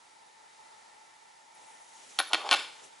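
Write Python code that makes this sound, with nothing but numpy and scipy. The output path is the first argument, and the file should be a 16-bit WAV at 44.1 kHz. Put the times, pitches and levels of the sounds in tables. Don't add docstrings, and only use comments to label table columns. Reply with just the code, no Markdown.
import sys
import numpy as np
from scipy import signal
from scipy.fft import rfft, irfft
from scipy.io import wavfile

SR = 44100
rng = np.random.default_rng(int(sys.argv[2]) if len(sys.argv) > 2 else 0)


def gain_from_decibels(decibels):
    exponent = np.asarray(decibels, float) / 20
    return 10 ** exponent


def file_out(sig):
    cols = np.atleast_2d(sig).T
    lim = np.clip(cols, -1, 1)
    pcm = np.round(lim * 32767).astype(np.int16)
    wavfile.write(sys.argv[1], SR, pcm)


N = 132300
REACH = int(2.1 * SR)
EDGES = 30 * 2 ** np.arange(0, 9.1, .5)
CENTRES = np.sqrt(EDGES[1:] * EDGES[:-1])


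def rms_one(x):
    return x / np.sqrt(np.mean(x ** 2) + 1e-20)


def in_time(rows, column=1):
    rows = np.array(rows)
    return np.interp(np.arange(N) / SR, rows[:, 0], rows[:, column])


def at_hz(points, hz):
    points = np.array(points)
    return np.interp(np.log(hz), np.log(points[:, 0]), points[:, 1])


def drift(rate):
    r = np.exp(-80 * np.pi * rate / SR)
    noise = rng.standard_normal(N // 40 + 2002)
    slow = signal.lfilter([1], [1, -2 * r, r * r], noise)[2000:]
    return np.interp(np.arange(N) / 40, np.arange(len(slow)), rms_one(slow))


def ring(clicks, hz, t60):
    r, w = gain_from_decibels(-60 / (t60 * SR)), 2 * np.pi * hz / SR
    return signal.lfilter([0, np.sin(w)], [1, -2 * r * np.cos(w), r * r], clicks + 1e-18)


def bands(white):
    out = []
    for k, (lo, hi) in enumerate(zip(EDGES, EDGES[1:])):
        sos = signal.butter(2, [lo, hi], "band", fs=SR, output="sos")
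        out.append(signal.sosfilt(sos, white[k % 2]))
    return out


def spread(pair, alike):
    alike = np.clip(alike, -.9, .999)
    return np.sqrt(1 + alike) * pair[0] + np.sqrt(1 - alike) * pair[1] * [[1], [-1]]


def add(out, s, sound):
    part = out[..., int(s * SR):int(s * SR) + sound.shape[-1]]
    part += sound[..., :part.shape[-1]]


# frequency in Hz, left-right correlation.
LIKENESS = [(60, 0.85), (170, 1), (500, -0.36), (1420, 0.036), (4080, 0.71), (11700, 0.8652)]


def hiss(spectrum, patchy_db):
    together, out = drift(1.1), 0
    for hz, pair in zip(CENTRES, bands(rng.standard_normal((2, 2, N)))):
        level_db = at_hz(spectrum, hz) + patchy_db * (together + drift(20))
        out = out + gain_from_decibels(level_db) * spread(pair, at_hz(LIKENESS, hz))
    return rms_one(out)


# frequency in Hz, density in dB per Hz.
AIR = [(60, -2), (220, -6), (400, 1), (700, -4), (1600, -1.5), (2700, -3.5), (6000, -3.5), (11000, -12)]
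# frequency in Hz, width in Hz, level in dB.
DUCT = [(880, 58, -58), (1335, 71, -69.5), (1815, 42, -70.5), (2016, 67.43, -71.5), (2287, 125.7, -73),
        (3770, 150, -77)]
# time in seconds, broad hiss in dB, duct hum in dB.
DRAUGHT = [(0, 0.5, -1), (.35, -0.5, -0.5), (.65, 2, 1.5), (1.0, 1, 0), (1.45, 0, -1), (1.7, -1.5, 3.5),
           (2.1, 2, 0), (2.8, 5, 3), (3, 0, 0)]


def ventilation():
    hum = 0
    for hz, width_hz, db in DUCT:
        t60 = np.log(1000) / np.pi / width_hz
        pair = ring(rng.standard_normal((2, N)), hz, t60)
        hum = hum + gain_from_decibels(db + 1.13 * drift(6.0)) * rms_one(spread(pair, at_hz(LIKENESS, hz)))
    air = gain_from_decibels(-61.5 + in_time(DRAUGHT)) * hiss(AIR, patchy_db=-0.25)
    return air + gain_from_decibels(in_time(DRAUGHT, column=2)) * hum


# time in seconds, level in dB.
SLEEVE = [(0, -75), (.5, -69.5), (1.0, -68.5), (1.5, -73), (1.58, -60), (1.9, -60.5), (2.1, -54),
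          (2.7, -59.5), (2.8, -65), (2.85, -53.5), (2.9, -65), (3, -61.5)]
# frequency in Hz, density in dB per Hz.
CLOTH = [(150, -7.5), (500, -1), (1500, -9), (3000, -3.5), (4800, -12.5), (6600, -3), (8500, -9.5),
         (10500, -10)]
# frequency in Hz, width in Hz, start in seconds, end in seconds, level in dB.
CREASES = [
    (10400, 900, 1.535, 1.575, -64),
    (9700, 900, 1.65, 1.95, -67.5),
    (8200, 700, 1.6, 1.75, -73),
    (6550, 900, 1.85, 2.18, -67),
    (620, 130, 1.6, 1.64, -61),
    (430, 140, 2.8, 2.9, -62),
]


def sleeve():
    out, t = gain_from_decibels(in_time(SLEEVE)) * hiss(CLOTH, patchy_db=1.5), np.arange(SR // 2) / SR
    for hz, width_hz, start, end, db in CREASES:
        t60 = np.log(1000) / np.pi / width_hz
        pair = ring(rng.standard_normal((2, len(t))), hz, t60)
        swell = np.clip(np.minimum(t, end - start - t) / 0.018, 0, 1)
        add(out, start, gain_from_decibels(db) * swell * rms_one(spread(pair, at_hz(LIKENESS, hz))))
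    return out


KNOCK_S = [2.1886, 2.2125, 2.3140, 2.3205, 2.3326, 2.3452, 2.4870, 2.4905, 2.5118, 2.5228, 2.5284]
# crack in dB, contact sharpness in Hz, chatter in dB, chatter length in seconds.
KNOCKS = [(-7.5, 7900, -17, 0.013), (-22, 1900, -34, 0.00582), (-25.5, 800, -55, 0.0033),
          (-34, 1000, -41, .004), (-7, 5500, -18.5, 0.0077), (-8.5, 3400, -20.5, 0.0063),
          (-30, 1200, -34, 0.003483), (-16, 3800, -46, 0.002202), (-4, 7700, -15.5, 0.011418),
          (-11.5, 2082, -26, 0.0035), (-7.5, 4700, -17, 0.018)]
# frequency in Hz, level in dB, t60 in seconds.
CRACK = [(806.1, -8.5, 0.0091), (1405, -6.5, 0.0087), (2400, -6, 0.0074), (3205, -1.5, 0.01),
         (4315, -3, 0.0082), (5550, -7, 0.0053), (6900, -8, 0.0042), (9117.7, -13.5, 0.007413)]


def cracks():
    out, click = np.zeros(N), np.eye(1, 2048)[0]
    for s, (db, sharp_hz, _, _) in zip(KNOCK_S, KNOCKS):
        push = signal.lfilter(*signal.butter(2, sharp_hz, fs=SR), click)
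        push = push * SR / 2 / (sharp_hz + 2000)
        for k, (hz, level_db, t60) in enumerate(CRACK):
            strength = gain_from_decibels(db + level_db + rng.normal(0, 1.8))
            add(out, s, (-1) ** k * strength * ring(push, hz, t60))
    return 0.23 * out


def grains(per_s, spread_db):
    hits = rng.random(N) < per_s / SR
    size = gain_from_decibels(spread_db * np.minimum(rng.exponential(1, N), 4))
    return rms_one(hits * size * rng.choice([-1, 1], N))


def body(drive, modes):
    sound = 0
    for k, (hz, db, t60) in enumerate(modes):
        sound = sound + (-1) ** k * gain_from_decibels(db) * ring(drive[REACH:], hz, t60) / np.sqrt(t60 * SR)
    return np.pad(sound, (REACH, 0))


# frequency in Hz, level in dB, t60 in seconds.
BODY_MODES = [(325, -11, 0.031), (568, -4.5, 0.026), (781, 1, 0.027), (1094, -0.5, 0.015), (1440, 2, 0.023),
              (1848, -2.5, 0.013), (2297, -1, 0.019), (2700, -1, 0.02), (3060, -0.5, 0.01),
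              (3625, 0, 0.016), (4140, -0.5, 0.0096), (5030, -4.5, .007), (6240, -9.5, .005),
              (8040, -16, 0.0046)]


def chatter():
    lead_in_s, fade_s = 0.0013, 0.0015
    t, hold = np.arange(N) / SR, 0
    for s, (_, _, db, length) in zip(KNOCK_S, KNOCKS):
        before = np.maximum(s - t, 0) / lead_in_s
        after = np.maximum(t - s - length, 0) / fade_s
        hold = hold + gain_from_decibels(db) * np.exp(-before - after)
    return body(hold * grains(per_s=2500, spread_db=3.0), BODY_MODES)


# frequency in Hz, level in dB, t60 in seconds.
RING = [
    [(10440, 0, 0.09), (10700, -6.5, 0.04)],
    [(10920, 2.5, 0.11), (10900, -8, 0.04), (11080, -10, 0.05)],
]
RUNG_KNOCKS = [0, 4, 8, 10]
# lower tower in dB, upper tower in dB.
RUNG = [
    (-37, -29),
    (-34, -46),
    (-36.5, -43),
    (-41, -35),
]


def rings():
    free_s, closing_s, grip_db = .016, .003, -11
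    out, click = np.zeros(N), signal.unit_impulse(SR // 2)
    t = np.arange(SR // 2) / SR
    grip = gain_from_decibels(grip_db * np.clip((t - free_s) / closing_s, 0, 1))
    for knock, levels in zip(RUNG_KNOCKS, RUNG):
        for level_db, tower in zip(levels, RING):
            for hz, db, t60 in tower:
                add(out, KNOCK_S[knock], grip * gain_from_decibels(level_db + db) * ring(click, hz, t60))
    return out


# time in seconds, level in dB, frequency in Hz, t60 in seconds.
THUMPS = [
    (2.189, -51, 260, .06),
    (2.333, -47, 60, 0.11),
    (2.336, -36.5, 309, 0.15),
    (2.488, -53, 79.8, .06),
    (2.53, -58, 190, 0.34),
]


def thumps():
    out = np.zeros(N)
    for s, db, hz, t60 in THUMPS:
        add(out, s, gain_from_decibels(db) * ring(signal.unit_impulse(SR // 2), hz, t60))
    return out


# time in seconds, rumble of card in dB, scratch of stone in dB.
SLIDE = [(2.27, -62, -68), (2.31, -39, -55), (2.37, -32, -39), (2.43, -34, -46), (2.48, -30.5, -37),
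         (2.56, -34, -26.5), (2.62, -42.5, -32), (2.7, -56, -47), (2.78, -67, -58)]
# frequency in Hz, level in dB, t60 in seconds.
CARD = [(412, -5.5, .02), (610, -2.5, .03), (821.53, 1.5, 0.029), (1158, -1, 0.018)]
# frequency in Hz, density in dB per Hz.
SCRATCH = [(700, -11), (1500, 0.5), (3300, 2), (6000, -6), (11000, -14)]


def slide():
    drive = grains(per_s=3000, spread_db=2.6) * gain_from_decibels(2.5 * drift(30))
    rub = (drive * gain_from_decibels(in_time(SLIDE, column=2)))[REACH:]
    scratch = 0
    for hz, band in zip(CENTRES[8:], bands([rub, rub])[8:]):
        scratch = scratch + gain_from_decibels(at_hz(SCRATCH, hz)) * band
    return body(drive * gain_from_decibels(in_time(SLIDE)), CARD) + np.pad(scratch, (REACH, 0))


# frequency in Hz, t60 in seconds.
ROOM = [(250, 0.59), (700, 0.33), (2000, 0.52), (5000, 0.49), (10000, 0.42)]


def room(x):
    delay_s, alike = 0.005, 0.86
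    t, tail = np.arange(SR // 2) / SR, 0
    for hz, pair in zip(CENTRES, bands(rng.standard_normal((2, 2, len(t))))):
        tail = tail + spread(pair, alike) * gain_from_decibels(-60 * t / at_hz(ROOM, hz))
    tail = tail * np.clip(t / delay_s - 1, 0, 1)
    tail = tail / np.sqrt(np.sum(tail ** 2) / 2)
    return signal.fftconvolve(x[None], tail, axes=1)[:, :N]


# frequency in Hz, left over right in dB.
STONE_PAN = [(60, 1.0), (170, -4), (500, 0.5), (1420, -0.5), (4080, 2), (11700, 3)]
# frequency in Hz, lead of the left in radians.
STONE_PHASE = [(250, .2), (550, 0.54), (1000, 0.22), (2000, .28), (5600, 0.44), (11000, .3)]


def at_microphones(stones):
    hz = np.arange(1, N // 2 + 2) * SR / N
    lean = gain_from_decibels(at_hz(STONE_PAN, hz) / 2) * np.exp(.5j * at_hz(STONE_PHASE, hz))
    spectrum = rfft(stones)
    return np.array([irfft(spectrum * lean, N), irfft(spectrum / lean, N)])


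def scene():
    background = ventilation() + sleeve()
    stones = cracks() + chatter() + rings() + slide()
    box_cut = signal.butter(4, 262.02, "high", fs=SR, output="sos")
    stones = signal.sosfilt(box_cut, stones)
    return background + at_microphones(stones) + gain_from_decibels(-12.5) * room(stones) + thumps()


def top_cut(x):
    return signal.sosfilt(signal.butter(12, 12330, fs=SR, output="sos"), x)


def record(dry):
    x = signal.lfilter(*signal.butter(1, 310, "high", fs=SR), dry)
    x = signal.sosfilt(signal.ellip(12, .5, 60, 11050, fs=SR, output="sos"), x)
    return top_cut(x)


dry = scene()
out = record(dry)
file_out(out)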